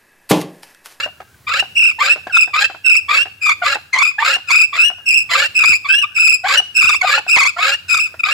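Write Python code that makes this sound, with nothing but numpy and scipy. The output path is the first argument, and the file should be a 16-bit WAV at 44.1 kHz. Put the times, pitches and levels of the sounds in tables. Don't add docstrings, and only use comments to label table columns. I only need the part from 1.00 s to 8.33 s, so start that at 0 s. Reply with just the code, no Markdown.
import sys
import numpy as np
from scipy import signal
from scipy.fft import rfft, irfft, next_fast_len
from scipy.io import wavfile
from scipy.ndimage import uniform_filter1d, minimum_filter1d, map_coordinates

SR = 44100
rng = np.random.default_rng(int(sys.argv[2]) if len(sys.argv) > 2 else 0)


def dump_mix(stems):
    frames = np.atleast_2d(stems).T
    limited = np.clip(frames, -1, 1)
    pcm = np.round(limited * 32767).astype(np.int16)
    wavfile.write(sys.argv[1], SR, pcm)


N = 323238
SIDES = np.array([[1], [-1]])


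def undb(db):
    return 10 ** (np.asarray(db) / 20)


def unit(x):
    return x / np.sqrt(np.mean(x ** 2) + 1e-18)


def clock(start, end):
    return np.arange(int(max(start, 0) * SR), min(int(end * SR) + SR // 20, N)) / SR


def samples(t):
    return np.round(t * SR).astype(int)


def add(track, t, x):
    first = int(round(t[0] * SR))
    track[first:first + len(t)] += x


def ramp(t, start, end, *values):
    return np.interp(t, np.linspace(start, end, len(values)), values)


def gate(t, start, end, attack, release):
    rise = np.clip((t - start) / attack, 0, 1)
    fall = np.clip((end - t) / release + .5, 0, 1)
    return np.sin(np.pi / 2 * rise * fall) ** 2


def walk(t, rate):
    knots = rng.standard_normal(N // 8)
    place = (t - t[0]) * rate
    return map_coordinates(knots[:int(place[-1]) + 2], [place], order=2, mode="nearest")


def phase_of(hz):
    return 2 * np.pi * np.cumsum(hz) / SR


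def colour(x, points):
    hz, db = np.transpose(points)
    size = next_fast_len(len(x) + SR // 10, real=True) * 2
    freq = np.maximum(np.arange(size // 2 + 1) * SR / size, 1)
    cepstrum = irfft(np.log(undb(np.interp(np.log(freq), np.log(hz), db))))
    cepstrum[1:size // 2] *= 2
    cepstrum[size // 2 + 1:] = 0
    return irfft(rfft(x, size) * np.exp(rfft(cepstrum)))[:len(x)]


def resonance(x, hz, width_hz):
    return signal.lfilter(*signal.iirpeak(hz, hz / width_hz, fs=SR), x)


def partials(phase, table):
    return sum(undb(db) * np.sin(round(k) * phase) for k, db in table)


# (frequency [Hz], gain [dB])
FOREST_SPECTRUM = [(30, -39.5), (90, 1), (170, -12.5), (400, -19.5), (15000, -30.5)]


def hush(t):
    middle, side = (unit(colour(rng.standard_normal(N), FOREST_SPECTRUM)) for _ in range(2))
    return (middle + undb(-13.5) * SIDES * side) * undb(-51.5 + 2 * walk(t, 3.32))


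SLIP_HZ = 545.5
SLIP_CLIMB = 0.32


def slip_speed(t):
    times = [s for start, end, *_ in PULL_STROKES for s in (start, end)]
    return 1 + SLIP_CLIMB * np.interp(t, times, np.tile([-.5, .5], len(PULL_STROKES)))


def slips(t, slip_hz):
    rate = slip_hz * slip_speed(t) * np.exp(.04 * walk(t, 70) + .03 * walk(t, 900))
    turns = np.cumsum(rate) / SR
    at = np.flatnonzero(np.diff(np.floor(turns)))
    late = turns[at + 1] % 1 * SR / rate[at + 1]
    size = undb(2 * rng.standard_normal(N)[:len(at)])
    clicks = np.zeros(N)
    clicks[at], clicks[at + 1] = size * late, size * (1 - late)
    return unit(clicks - clicks.mean())


SQUAWK_DB, DUST_DB = -2, -22
TRAVEL_S = 0.006
PATCH_RATES = [1, 1.43, 2.17]
# (frequency [Hz], gain [dB])
WOOD_RESPONSE = [(150, -45), (300, -10), (500, -7.5), (1000, -4.5), (1200, -3.5), (1700, 11), (2300, 4),
                 (3470, -2.5), (4800, 0.5), (6040, -17.5), (7440, -1.5), (8690, -37), (10300, -17.5),
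                 (15600, -31)]


def grind(t, squawk_hz=1300):
    clicks = sum(slips(t, SLIP_HZ * ratio) * undb(6 * walk(t, 80)) for ratio in PATCH_RATES)
    clicks = unit(clicks) + undb(DUST_DB) * rng.standard_normal(N)
    freq = np.arange(N // 2 + 1) * SR / N
    dispersion = np.exp(-4j * np.pi * TRAVEL_S * np.sqrt(1000 * freq))
    smeared = irfft(rfft(clicks) * dispersion, N)
    pitch = squawk_hz * slip_speed(t) * np.exp(.05 * walk(t, 45) + .025 * walk(t, 700))
    locked = np.clip(walk(t, 100) + .5, 0, 1)
    squawk = partials(phase_of(pitch), GROAN_PARTIALS) * locked
    rasp = unit(colour(smeared, WOOD_RESPONSE)) + undb(SQUAWK_DB) * unit(squawk)
    chatter = undb(2 * walk(t, 300))
    return unit(chatter * rasp / np.sqrt(uniform_filter1d(rasp ** 2, size=SR // 50)))


def rubbing(t, grit):
    return resonance(grit, 1560, 170) * undb(-46.5 + 2 * walk(t, 4.3))


GROAN_CLIMB_PER_S = 2.1
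# (multiple of the pitch, level [dB])
GROAN_PARTIALS = [(1, 8), (2, 5.5), (3, -1), (4, -10)]


def groan(t, start, end, from_hz):
    glide = 1 + GROAN_CLIMB_PER_S * (t - start)
    hz = from_hz * glide * (1 + .022 * walk(t, 700) + .025 * walk(t, 110))
    phase = phase_of(hz)
    note = sum(undb(db + 5 * walk(t, 153)) * np.sin(round(k) * phase) for k, db in GROAN_PARTIALS)
    return note * gate(t, start - .002, end, 0.012, 0.018)


# (multiple of the pitch, level against the overtone setting [dB])
SQUEAL_OVERTONES = [(2, -1.5), (3, -5.5), (4, -17.5), (5, -21.5)]


def squeal(t, hz, growl_db, overtone_db, beat_db=-20, beat_hz=135, growl_hz=1150, upper_db=-9):
    ragged = .012 + .025 * undb(growl_db)
    wander = ragged * walk(t, 1400) + (.012 + .012 * undb(beat_db)) * walk(t, 170)
    phase = phase_of(hz * (1 + wander))
    beat = phase_of(beat_hz * np.exp(.3 * walk(t, 35)))
    rival = undb(beat_db + 4.1 * walk(t, 23.7))
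    swing = (1 + rival * np.exp(-1j * beat)) / np.hypot(1, rival)
    phase = phase + np.angle(swing)
    top = undb(overtone_db + 4 * walk(t, 160)) * partials(phase, SQUEAL_OVERTONES)
    slow = phase_of(np.minimum(growl_hz, hz / 2) * (1 + .035 * walk(t, 500)))
    sidebands = np.sin(phase - slow) + undb(upper_db) * np.sin(phase + slow) + top * np.sin(slow)
    growl = undb(growl_db + 3.9 * walk(t, 84.7)) * sidebands
    grip = undb(3.2 - 4 * np.hypot(.35, walk(t, 150)))
    return np.sqrt(2) * ((np.sin(phase) + top) * np.abs(swing) + growl) * grip


BIND_SHARPNESS, BIND_SKEW = 0.78, 0.427


def binding(t, turn_rate, bind_s):
    angle = 2 * np.pi * turn_rate * (t - bind_s) + walk(t, 59.93) / 2
    skewed = angle + BIND_SKEW * (1 - np.cos(angle))
    peak = np.exp(BIND_SHARPNESS * (np.cos(skewed) - 1))
    return 2 * peak * (1 + 0.309 * walk(t, 29.95)) - 1


CREAK_DB = -17
UNDER_GROAN_DB = -10.5
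SWELL_S = 0.035
FADE_DB_PER_S, FADE_LEAD_S = 204, 0.016
CHIRP_RISE_HZ_PER_S = 3500
PULL_TURNS_PER_S, PULL_DIP_HZ = 19, 37.6
# (start [s], end [s], length of the groan [s], its first pitch [Hz], groan level [dB],
#                rasp level [dB], length of the closing chirp [s], its top pitch before dips [Hz],
#                chirp level [dB])
PULL_STROKES = [(-0.07, 0.057, 0.0067, 696, -40, -22, 0.033, 2815, -22),
                (0.468, 0.611, 0.061, 1200, -28, -16.5, 0.024, 2810, -13.5),
                (0.986, 1.14, 0.013, 910, -27, -16, 0.049, 2700, -13),
                (1.532, 1.66, 0.068, 1146, -25.5, -10.5, 0.023, 2690, -13.5),
                (2.083, 2.234, 0.038, 1118, -22.5, -13, 0.069, 2803, -16),
                (2.617, 2.756, 0.025, 705, -23.5, -17, 0.011, 2670, -21.5),
                (3.181, 3.364, 0.048, 859, -27, -15, 0.037, 2834, -15),
                (3.726, 3.893, 0.026, 1111, -27, -18.5, 0.11, 2913, -13.5),
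                (4.289, 4.468, 0.021, 1154, -33, -14, 0.025, 2775, -18),
                (4.845, 5.003, 0.026, 1130, -27.5, -27.5, 0.1172, 2924, -14.5),
                (5.436, 5.597, 0.041, 743, -28, -14.5, 0.027, 2903, -9.5),
                (6.021, 6.194, 0.038, 727, -25.5, -13, 0.026, 2640, -22),
                (6.562, 6.754, 0.036, 676, -32, -15, 0.038, 2822, -17.5),
                (7.239, 7.358, 0.034, 1206, -26, -16.5, 0.047, 2865, -17.5)]


def pulls(grit, chirp_growl_db=-21, chirp_overtone_db=-17):
    out = np.zeros(N)
    for start, end, groan_s, groan_hz, groan_db, rasp_db, chirp_s, top_hz, chirp_db in PULL_STROKES:
        break_s, lock_s = start + groan_s, end - chirp_s
        t = clock(start - .005, end)
        add(out, t, undb(groan_db) * groan(t, start, break_s, groan_hz))

        creak_hz = SLIP_HZ * np.minimum(slip_speed(t), 1.025) * (1 + 0.049 * walk(t, 294.5))
        creak = np.sqrt(2) * np.sin(phase_of(creak_hz)) * undb(CREAK_DB + 2 * walk(t, 140.6))
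        rasp = grit[samples(t)] + creak * gate(t, break_s - .01, end, 0.11, 0.0038)
        swell_db = ramp(t, break_s - SWELL_S / 2, break_s + SWELL_S / 2, UNDER_GROAN_DB, 0)
        fade_db = FADE_DB_PER_S * np.maximum(t - lock_s + FADE_LEAD_S, 0)
        rasp_gain = undb(rasp_db + swell_db - fade_db)
        add(out, t, rasp * rasp_gain * gate(t, start - .002, end, 0.02, 0.014))

        dip_hz = PULL_DIP_HZ * binding(t, PULL_TURNS_PER_S, lock_s)
        hz = top_hz - CHIRP_RISE_HZ_PER_S * np.abs(end - t) - dip_hz
        chirp = squeal(t, hz, chirp_growl_db, chirp_overtone_db)
        add(out, t, chirp * undb(chirp_db) * gate(t, lock_s - .002, end, 0.0089, 0.032))
    return out


def echoes(x, delay_s, t60):
    age = np.arange(SR) / SR
    response = rng.standard_normal(SR) * undb(-60 * age / t60) * (age > delay_s)
    return signal.fftconvolve(x, response / np.linalg.norm(response))[:N]


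# (frequency [Hz], level against the direct sound [dB])
SCATTER_SPECTRUM = [(1500, -12.5), (2600, -1.5), (4000, -6), (8000, -4.5), (13000, 5.5)]


def scatter(drill):
    return SIDES * colour(echoes(drill, 0.00178, 0.025), SCATTER_SPECTRUM)


def trees(drill):
    far = colour(drill, [(1900, -3.5), (2650, 6.0), (3500, 4), (12000, -5.0)])
    return undb(-17.5) * np.array([echoes(far, 0.0104, 0.44) for _ in range(2)])


BOUNCE_S, BOUNCE_DB = 0.013, -10.5
# (frequency [Hz], level [dB], t60 [s]), each detuned and reweighted at every bounce
FRAME_MODES = [(743, 5.5, 0.041), (980, -2, 0.023), (1506, 5, 0.023)]
# (time [s], level [dB])
FRAME_KNOCKS = [(0.061, -24), (0.203, -28.5), (0.625, -24.5), (1.159, -25), (1.269, -21.5), (1.476, -30),
                (1.698, -26.5), (1.746, -30), (2.255, -26), (2.754, -18), (3.363, -23), (3.9, -25.5),
                (3.982, -39), (5.599, -25), (6.178, -18), (6.265, -30), (7.141, -34)]


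def knocks(crack_db=-2, crack_s=0.0068, low_hz=300, dull_hz=1900):
    out = np.zeros(N)
    band = signal.butter(2, [low_hz, dull_hz], "bandpass", fs=SR)
    scuff = unit(signal.lfilter(*band, rng.standard_normal(N)))
    for start, db in FRAME_KNOCKS:
        gaps = BOUNCE_S * rng.uniform(0.507, 1.4, size=3)
        for bounce, at in enumerate(start + np.cumsum(gaps) - gaps[0]):
            t = clock(at, at)
            age = t - t[0]
            spots = rng.standard_normal((len(FRAME_MODES), 2)) * [.07, 2.5]
            ring = np.zeros(len(t))
            for (hz, mode_db, t60), (detune, spot_db) in zip(FRAME_MODES, spots):
                decay = undb(mode_db + spot_db - 60 * age / t60)
                ring += decay * np.sin(2 * np.pi * hz * (1 + detune) * age)
            crack = undb(crack_db) * np.exp(-age / crack_s) * scuff[samples(t)]
            onset = 1 - np.exp(-age / 0.0008)
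            add(out, t, undb(db + BOUNCE_DB * bounce) * (ring + crack) * onset)
    return out


SAG_HZ = 374
EASE_DB = 17
GROWL_LIMIT_DB = -3.5
ENTRY_HZ = 90
SPIN_UP_S = 0.0434
STROKE_ARCH_DB = 5.5
OVERTONE_DB, BRIGHTEN_DB_PER_S = -16.5, 1.23
# (start [s], end [s], unloaded pitch [Hz], level before the arch [dB],
#                level slope [dB per unit of travel], hardest bind [s], 1/e half-width of that pressure [s],
#                load there [dB], spindle rate [turns/s], pitch dip at binding 1 [Hz], beating mode [dB])
PUSH_STROKES = [(0.752, 0.913, 2673, -13.5, -3.5, 0.888, 0.13, -27, 33.8, 164, -8),
                (1.322, 1.453, 2609, -13, 1.5, 1.337, 0.055, -15.5, 28, 88, -16),
                (1.841, 1.997, 2642, -12.5, -5, 1.877, 0.028, -15.5, 24.7, 138.5, -10.5),
                (2.412, 2.528, 2483, -13.5, 11, 2.506, 0.028, -7, 26.5, 55.7, -5.5),
                (2.928, 3.104, 2528, -14.5, 2, 2.967, 0.05, 1, 19.7, 127, -6.5),
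                (3.476, 3.647, 2576, -11.5, 7, 3.508, 0.074, -5.5, 24.6, 148.5, -9),
                (4.058, 4.222, 2660, -14.5, -2, 4.181, 0.02, -37, 20, 74, -1.5),
                (4.546, 4.761, 2611, -12, 4, 4.645, 0.067, -12.5, 23, 69.5, -2.5),
                (5.15, 5.36, 2593, -13.5, 0, 5.189, 0.049, -18, 22.3, 86, -9.5),
                (5.748, 5.967, 2627, -13.5, -6.5, 5.866, 0.098, -12, 24.5, 144.7, -7.5),
                (6.276, 6.493, 2601, -12.5, 0.5, 6.42, 0.083, -6.5, 23, 191, -6.5),
                (6.885, 7.075, 2577, -18, -16.5, 6.903, 0.13, -11.5, 23.2, 77.6, -8)]


def pushes(grit, entry_s=0.0269, bite_db=9, grit_db=-10):
    out = np.zeros(N)
    for (start, end, free_hz, db, slope_db, bind_s, press_s,
         hardest_db, turn_rate, dip_hz, beat_db) in PUSH_STROKES:
        t = clock(start - .01, end)
        travel = ramp(t, start, end, -0.37, 0.3)
        bind = binding(t, turn_rate, bind_s) * ramp(t, start, start + SPIN_UP_S, 0, 1)
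        pressure = np.exp(-((t - bind_s) / press_s) ** 2)
        load_db = hardest_db - EASE_DB * (1 - pressure)
        entry_hz = ENTRY_HZ * np.exp(-(t - start) / entry_s)
        hz = free_hz - SAG_HZ * undb(load_db) - dip_hz * bind + entry_hz
        growl_db = np.minimum(load_db + bite_db * bind, GROWL_LIMIT_DB)
        overtone_db = OVERTONE_DB + BRIGHTEN_DB_PER_S * start
        note = squeal(t, hz, growl_db, overtone_db, beat_db)
        sound = note + undb(growl_db + grit_db) * grit[samples(t)]
        sound = sound / np.hypot(1, undb(growl_db))
        level_db = db + slope_db * travel - STROKE_ARCH_DB * (2 * travel) ** 2
        add(out, t, sound * undb(level_db) * gate(t, start - .007, end, 0.032, 0.05))
    return out


YELP_S, YELP_CLIMB = 0.021, 0.038
# (middle [s], pitch [Hz], level [dB])
YELP_NOTES = [(1.018, 1183, -12.5), (2.666, 1176, -13), (3.231, 1170, -14.5), (4.358, 1172, -13),
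              (4.908, 1554, -13), (4.944, 1654, -14.5), (5.045, 1190, -18.5), (5.508, 1150, -14.5)]


def yelps(octave_db=-8, third_db=-17):
    out = np.zeros(N)
    for middle, hz, db in YELP_NOTES:
        start, end = middle - YELP_S / 2, middle + YELP_S / 2
        t = clock(start - .01, end)
        pitch = hz * (1 + YELP_CLIMB * ramp(t, start, end, -.5, .5) + .02 * walk(t, 500))
        note = partials(phase_of(pitch), [(1, 0), (2, octave_db), (3, third_db)])
        envelope = np.exp(-(2 * (t - middle) / YELP_S) ** 2)
        add(out, t, np.sqrt(2) * undb(db) * note * envelope)
    return out


SQUEAK_FALL_HZ_PER_S = 9200
# (start [s], length [s], middle pitch [Hz], level [dB])
TURN_SQUEAKS = [(1.296, 0.021, 1550, -28.5), (2.93, 0.019, 2076, -12.5), (5.013, 0.033, 2670, -17),
                (6.011, 0.0092, 2216, -12), (7.193, 0.015, 2560, -21), (7.234, 0.007, 2473, -6.5)]


def squeaks(growl_db=-16, overtone_db=-17):
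    out = np.zeros(N)
    for start, length, hz, db in TURN_SQUEAKS:
        end = start + length
        t = clock(start - .005, end)
        fall_hz = SQUEAK_FALL_HZ_PER_S * length * ramp(t, start, end, -0.517, 0.536)
        note = squeal(t, hz - fall_hz, growl_db, overtone_db)
        add(out, t, note * undb(db) * gate(t, start - .002, end, 0.0061, 0.0053))
    return out


# (time [s], level [dB])
DULL_BUMPS = [(4.692, -28), (5.839, -32)]


def bumps(low_hz=70, drop_hz=400, fall_s=0.005, decay_s=0.026):
    out = np.zeros(N)
    for start, db in DULL_BUMPS:
        t = clock(start, start + .06)
        age = t - t[0]
        hz = low_hz + drop_hz * np.exp(-age / fall_s)
        add(out, t, undb(db) * np.sin(phase_of(hz)) * np.exp(-age / decay_s))
    return out


def scene():
    t = np.arange(N) / SR
    grit = grind(t)
    strokes = pulls(grit) + pushes(grit) + rubbing(t, grit)
    drill = strokes + knocks() + yelps() + squeaks() + bumps()
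    return drill + scatter(drill) + trees(drill) + hush(t)


TOP_HZ = 15800


def record(dry):
    needed = 1 / np.maximum(np.abs(dry).max(axis=0), 1)
    gain = uniform_filter1d(minimum_filter1d(needed, size=200), size=200)
    low_pass = signal.ellip(10, .2, 80, TOP_HZ, fs=SR, output="sos")
    return signal.sosfilt(low_pass, dry * gain)


dry = scene()
out = record(dry)
dump_mix(out)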